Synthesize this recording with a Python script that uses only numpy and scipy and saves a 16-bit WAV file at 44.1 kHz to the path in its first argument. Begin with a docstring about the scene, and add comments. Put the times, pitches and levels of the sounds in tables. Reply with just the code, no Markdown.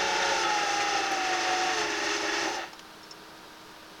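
"""An electric drill turns a coil bobbin in a wooden winding frame, slowing in steps, then running down.
Heard close up on one microphone in a small room: the motor whines, and gear teeth rattle and brushes
hiss through the resonances of housing and frame. The bobbin bumps round and the wire scrapes onto it.
Afterwards the stopped mechanism clacks and ticks a few times over the hum and hiss of the room."""
import sys
import numpy as np
from scipy import signal
from scipy.fft import rfft, irfft
from scipy.io import wavfile

SR = 44100
rng = np.random.default_rng(int(sys.argv[2]) if len(sys.argv) > 2 else 0)


def dump(signal):
    """Clip the signal to [-1, 1] and save it as 16-bit WAV at the path in sys.argv[1]."""
    limited = np.clip(np.atleast_2d(signal).T, -1, 1)
    pcm = np.round(limited * 32767).astype(np.int16)
    wavfile.write(sys.argv[1], SR, pcm)


N = 176400
T = np.arange(N) / SR

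# The motor slowing. Each row: time in seconds, turns per second.
MOTOR_SPEED = [(0, 462), (.3, 460), (.41, 444), (.51, 421), (.65, 408), (.8, 409), (.97, 405), (1.08, 394),
               (1.2, 379), (1.33, 373), (1.72, 372), (1.82, 354), (1.95, 342), (2.41, 339), (2.48, 320),
               (2.56, 265), (2.7, 110)]
# Resonances of housing and frame, with narrow dips from where the microphone stands.
# Each row: centre in Hz, width in Hz, boost in dB.
BODY_RESONANCES = [(341.8, 47, 8.5), (415.4, 30, 2.5), (473, 33, -10.5), (544.7, 7.5, 9), (600.6, 23, 8),
                   (760, 82, 10.5), (810, 43, 5.5), (869, 87, 11), (1294, 63, 10.5), (1350, 6.7, -10),
                   (1438, 178, 8.5), (1523, 45, -7), (1720, 100, 7.5), (1843, 91, 9), (2270, 42, 1),
                   (2648, 52, 7), (2820, 60, 6), (3090, 180, 0), (3420, 40, 9)]
# Motor and gear tones. Each row: multiple of the motor speed, relative level in dB.
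TONE_ORDERS = [(.4, -12.5), (.8, -14), (1.6, -17.5), (1.8667, -18), (3.1333, -24.5), (4.9333, -17.5),
               (5.2667, -26), (6, -13), (7, -17.5), (7.9333, -14)]

# How each whine swells and fades. Each row: time in seconds, level in dB.
MAIN_WHINE = [(0, -46), (.38, -35), (.45, -33), (.6, -28.5), (.68, -35.5), (.8, -30), (.97, -34),
              (1.05, -38.5), (1.13, -31.5), (1.38, -35), (1.5, -31.5), (1.7, -34.5), (1.82, -40),
              (1.95, -60), (2.48, -46)]
BEATING_WHINE = [(0, -41), (.36, -39), (.56, -56), (.72, -34), (.83, -54), (.95, -33), (1.2, -55),
                 (1.55, -40), (1.72, -47), (1.8, -57)]
MESH_DRONE = [(0, -41), (.33, -37), (.48, -49), (1.1, -51.5), (1.25, -48), (1.7, -47), (1.79, -35.5),
              (1.95, -42.5), (2.2, -39.5), (2.46, -42), (2.52, -46)]
GEAR_HUM = [(0, -49.5), (.3, -40.5), (.5, -53), (1.0, -57), (1.15, -45.5), (1.62, -43.5), (1.92, -52),
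            (2.05, -47), (2.3, -42.5), (2.46, -56)]
MOTOR_HUM = [(.35, -45.5), (.45, -47.5), (.92, -41.5), (1.08, -43), (1.25, -66), (1.7, -56), (1.82, -44.5),
             (2.46, -41.5), (2.5, -50)]
THIRD_HARMONIC = [(.38, -45), (.46, -33), (.53, -48), (.82, -41), (.92, -51), (1.08, -48), (1.2, -52),
                  (1.65, -48), (1.85, -48)]
FOURTH_HARMONIC = [(.17, -51), (.3, -59), (.54, -57), (.61, -39.5), (.74, -47), (.81, -39), (.93, -61),
                   (1.04, -42), (1.15, -51), (2.45, -56)]
FIFTH_HARMONIC = [(.55, -49), (.62, -52), (.84, -40.5), (.95, -53), (1.15, -57), (1.23, -48), (1.9, -47.5),
                  (2.01, -43), (2.1, -72), (2.28, -43.5), (2.5, -47)]

# How hard each part sounds into housing and frame. Each row: time in seconds, relative level in dB.
TONE_LEVEL = [(.25, -34), (.6, -40), (1.5, -40), (1.8, -42.5), (2.45, -44.5), (2.52, -43)]
GEAR_LEVEL = [(0.0, -32.5), (1.12, -32.5), (1.13, -34.5), (1.56, -32), (1.81, -33), (2.38, -32.5),
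              (2.64, -38.5), (2.7, -48)]
COAST_LEVEL = [(2.42, -68), (2.47, -43), (2.53, -47), (2.61, -49)]
BRUSH_LEVEL = [(0, -38), (.25, -36), (.9, -40), (2.42, -39.5), (2.56, -42), (2.63, -70), (2.7, -82)]

# The spectrum of each noise. Each row: frequency in Hz, relative density in dB.
GEAR_COLOUR = [(30, -30), (60, -6.5), (82, -19), (190, -17.5), (265, -15), (320, 2.5), (480, -3),
               (1000, -0.5), (1900, 0), (3000, -1), (4300, -5), (6300, -9.5), (7500, -23), (11000, -89)]
COAST_COLOUR = [(200, -28), (320, -1), (520, 3.5), (720, -8), (880, -3.5), (1050, -17), (2000, -34.5)]
BRUSH_COLOUR = [(1500, -7.5), (3500, -1.5), (4700, -2), (5250, 7.5), (5700, 6.5), (6250, 3), (7000, -5),
                (8200, -17), (9400, -14.5), (11000, -32.5), (15000, -28), (17000, -72)]
BOBBIN_COLOUR = [(25, -24), (58, -9.5), (82, -14), (110, -6.5), (200, -8.5), (330, -6), (600, 6.5),
                 (1200, -43)]
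SCRAPE_COLOUR = [(500, -21), (1500, -11), (2700, 4), (5000, -7), (7000, -13), (11000, -42)]
CLACK_COLOUR = [(500, -12), (2400, 7), (4200, 5.5), (6300, 0), (8000, -15), (14000, -24)]
ROOM_COLOUR = [(25, -14), (50, -15.5), (125, -15.5), (200, -7.5), (270, -15), (320, -15.5), (410, -5),
               (490, -11), (600, -9.5), (930, -10.5), (1600, -9.5), (2000, -17), (4100, -15.5), (5400, -19),
               (7500, -29), (17000, -34)]

# Wire scraping on the bobbin. Each row: centre in seconds, length in seconds, relative level in dB.
WIRE_SCRAPES = [(0.809, 0.021, -33), (2.132, 0.066, -36.5)]
# The gears settling. Each row: start in seconds, level of the crack in dB, of the frame's knock in dB.
GEAR_CLACKS = [(2.733, -42, -42.5), (2.793, -37.5, -67)]
# Light metal ticks. Each row: start in seconds, relative level in dB.
METAL_TICKS = [(2.731, -47), (3.031, -50), (3.11, -40)]
# Their ring. 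Each row: frequency in Hz, relative level in dB, seconds to fall by 60 dB.
TICK_MODES = [(5360, 2, 0.048), (5400, -22, .12), (5420, -10, .025), (5900, -3, .03), (6600, -6, 0.018),
              (6650, -12, .02)]
# Hum in the room. Each row: frequency in Hz, level in dB.
ROOM_HUM = [(317, -59), (947, -62), (1211, -62.5)]

GEAR_CYCLE_TURNS, CONTACTS_PER_CYCLE = 15, 120


def drill(speed_jitter=.002):
    """The drill, close up: one motor speed drives tones, gears, brushes, bobbin and whines."""
    speed = in_time(MOTOR_SPEED) * (1 + speed_jitter * drift(13))
    turns = np.cumsum(speed) / SR
    return body(tones(turns) + gears(turns) + brushes(turns) + wire() + bobbin(turns)) + whines(turns)


def whines(turns):
    """The firm main whine and drone among rougher tones; neighbours beat once per gear cycle."""
    slip = 1 / GEAR_CYCLE_TURNS
    firm = [(MAIN_WHINE, 2), (BEATING_WHINE, 2 - slip), (MESH_DRONE, 6 / 5)]
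    rough = [(GEAR_HUM, 1 - slip), (MOTOR_HUM, 1),
             (THIRD_HARMONIC, 3), (FOURTH_HARMONIC, 4), (FIFTH_HARMONIC, 5)]
    return (sum(whine(turns, level, order, flutter_db=2.1) for level, order in firm)
            + sum(whine(turns, level, order, flutter_db=3.2) for level, order in rough))


def whine(turns, level, order, flutter_db):
    """A wavering tone at `order` times the motor speed."""
    waver = rms_one(from_db(flutter_db * drift(25)))
    return running(level) * waver * np.sqrt(2) * np.sin(2 * np.pi * (order * turns + rng.random()))


def tones(turns, flutter_db=4.5, low_cut_hz=249):
    """Wavering motor and gear tones that fall with the speed and die as the power goes off."""
    out = np.zeros(N)
    for multiple, db in TONE_ORDERS:
        order = np.round(multiple * GEAR_CYCLE_TURNS) / GEAR_CYCLE_TURNS  # whole waves per gear cycle
        gain = from_db(db + flutter_db * drift(27))
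        out += gain * np.sin(2 * np.pi * (order * turns + rng.random()))
    return running(TONE_LEVEL) * np.sqrt(2) * cut(out, 4, low_cut_hz, "high")


def gears(turns, click_db=5, rub_pulsing=.099, loaded_db=-3, flicker_db=1.22):
    """Teeth click and rub under load, then chatter in their play as the motor coasts."""
    rattle = from_db(click_db) * tooth_clicks(turns) + pulsing_noise(turns, rub_pulsing)
    gain = running(GEAR_LEVEL) * from_db(loaded_db + flicker_db * drift(12))
    loaded = gain * colour(frame_echo(rattle), GEAR_COLOUR)
    coasting = running(COAST_LEVEL) * colour(rattle, COAST_COLOUR)
    return loaded + coasting


def tooth_clicks(turns, spread_db=1.8, scatter_db=1.3):
    """Uneven teeth click in a pattern that repeats each gear cycle; rms 1."""
    offset = rng.random(CONTACTS_PER_CYCLE)
    size = from_db(spread_db * rng.standard_normal(CONTACTS_PER_CYCLE))
    size *= rng.choice([-1, 1], CONTACTS_PER_CYCLE)
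    passed = turns / GEAR_CYCLE_TURNS * CONTACTS_PER_CYCLE
    contact = np.arange(int(passed[-1]) - 1)
    tooth = contact % CONTACTS_PER_CYCLE
    clicks = np.zeros(N)
    clicks[np.searchsorted(passed, contact + offset[tooth])] = size[tooth]
    return rms_one(clicks * from_db(scatter_db * rng.standard_normal(N)))


def brushes(turns, gain_db=1.5, flicker_db=1.4):
    """Brushes hiss on the commutator, pulsing once per turn."""
    sparks = pulsing_noise(turns, depth=.35)
    gain = running(BRUSH_LEVEL) * from_db(gain_db + flicker_db * drift(12))
    return gain * colour(frame_echo(sparks), BRUSH_COLOUR)


def bobbin(turns, turns_per_bump=66.5, first_bump_turns=19.3, gain_db=-50):
    """A dull bump each time the bobbin comes round."""
    bump = np.cos(np.pi * (turns - first_bump_turns) / turns_per_bump) ** 8
    drive = running(GEAR_LEVEL)
    return from_db(gain_db) * drive / drive.max() * rms_one(bump) * noise(BOBBIN_COLOUR)


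def wire(tick_s=1.115, tick_db=-47):
    """Brief scrapes and one bright tick as the wire runs onto the bobbin."""
    swells = sum(from_db(db) * np.exp(-(2 * (T - s) / length) ** 2) for s, length, db in WIRE_SCRAPES)
    scrapes = swells * noise(SCRAPE_COLOUR)
    tick = ringing_noise(hz=10900, width_hz=1100) * decay(tick_s, t60=.07)
    return scrapes + from_db(tick_db) * tick


def body(x):
    """Housing and frame resonate; interference where the microphone stands adds narrow dips."""
    bins = np.arange(N + 1) * SR / (2 * N)
    gain_db = sum(db / (1 + ((bins - hz) / (0.44 * width)) ** 2) for hz, width, db in BODY_RESONANCES)
    return irfft(rfft(x, 2 * N) * from_db(gain_db))[:N]


def frame_echo(x, echo_db=-6, low_cut_hz=2000):
    """Dense short reflections between the boards of the frame."""
    tail = (rng.standard_normal(N) * decay(0, t60=.035))[:SR // 4]
    tail = cut(tail, 2, low_cut_hz, "high")
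    return x + from_db(echo_db) * signal.fftconvolve(x, tail / np.linalg.norm(tail))[:N]


def clacks():
    """The gears drop back into their play and knock on the frame."""
    crack = noise(CLACK_COLOUR)
    knock = ringing_noise(hz=810, width_hz=27)
    out = np.zeros(N)
    for start, crack_db, knock_db in GEAR_CLACKS:
        out += from_db(crack_db) * crack * decay(start, t60=.035)
        out += from_db(knock_db) * knock * decay(start, t60=.14)
    return out


def ticks(touches=4, bounce_s=.0037, bounce_loss_db=2.5, top_hz=7500):
    """A small metal part touches, bounces and rings."""
    out = np.zeros(N)
    for start, db in METAL_TICKS:
        for bounce in range(touches):
            at = start + bounce * bounce_s * rng.uniform(0.71, 1.2)
            for hz, mode_db, t60 in TICK_MODES:
                gain = from_db(db + mode_db - bounce * bounce_loss_db)
                out += gain * decay(at, t60) * np.sin(2 * np.pi * hz * (T - at))
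    return cut(out, 4, top_hz, "low")


def room(hiss_db=-48.5, waver_radians=.83):
    """Room tone behind the drill: steady hiss with a slightly wavering hum."""
    hum = sum(from_db(db) * np.sqrt(2) * np.sin(2 * np.pi * hz * T + waver_radians * drift(2.7))
              for hz, db in ROOM_HUM)
    return from_db(hiss_db) * noise(ROOM_COLOUR) + hum


def from_db(db):
    """Decibels to gain."""
    return 10 ** (np.asarray(db) / 20)


def rms_one(x):
    """Scale to rms 1."""
    return x / np.sqrt(np.mean(x ** 2) + 1e-20)


def in_time(rows):
    """A curve at every sample."""
    return np.interp(T, *np.transpose(rows))


def running(rows, fall_db_per_s=390):
    """Gain from a level curve, dying quickly after its last point."""
    return from_db(in_time(rows) - fall_db_per_s * np.maximum(T - rows[-1][0], 0))


def decay(start, t60):
    """Envelope of a blow, falling 60 dB in t60 seconds."""
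    return (T >= start) * from_db(-60 * np.clip((T - start) / t60, 0, 4))


def drift(rate_hz, hop=40, warm_up=2000):
    """Slow random wander, rms 1."""
    pole = np.exp(-2 * np.pi * rate_hz * hop / SR)
    white = rng.standard_normal(N // hop + warm_up + 2)
    slow = signal.lfilter([1], [1, -2 * pole, pole * pole], white)[warm_up:]
    return np.interp(np.arange(N) / hop, np.arange(len(slow)), rms_one(slow))


def cut(x, order, hz, keep):
    """Filter that keeps the "high" or "low" side of hz."""
    return signal.sosfilt(signal.butter(order, hz, keep, fs=SR, output="sos"), x)


def colour(x, points):
    """Shape by a smooth spectrum; rms 1."""
    hz, db = np.transpose(points)
    bins = np.maximum(np.arange(N // 2 + 1) * SR / N, 1)
    gain = from_db(np.interp(np.log(bins), np.log(hz), db))
    return rms_one(irfft(rfft(x) * gain, N))


def noise(points):
    """Coloured noise, rms 1."""
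    return colour(rng.standard_normal(N), points)


def pulsing_noise(turns, depth):
    """White noise that swells once per motor turn."""
    return rng.standard_normal(N) * (1 + depth * np.cos(2 * np.pi * turns))


def ringing_noise(hz, width_hz):
    """Noise through a two-pole resonance, rms 1."""
    radius = np.exp(-np.pi * width_hz / SR)
    feedback = [1, -2 * radius * np.cos(2 * np.pi * hz / SR), radius * radius]
    return rms_one(signal.lfilter([1, 0, -1], feedback, rng.standard_normal(N)))


def scene():
    """The drill and its last clicks in front, the room behind, in mono."""
    return (drill() + clacks() + ticks() + room())[None]


def record(dry, stop_hz=17500):
    """The microphone chain cuts the top steeply."""
    return signal.sosfiltfilt(signal.cheby2(14, 50, stop_hz, fs=SR, output="sos"), dry)


dry = scene()
out = record(dry)
dump(out)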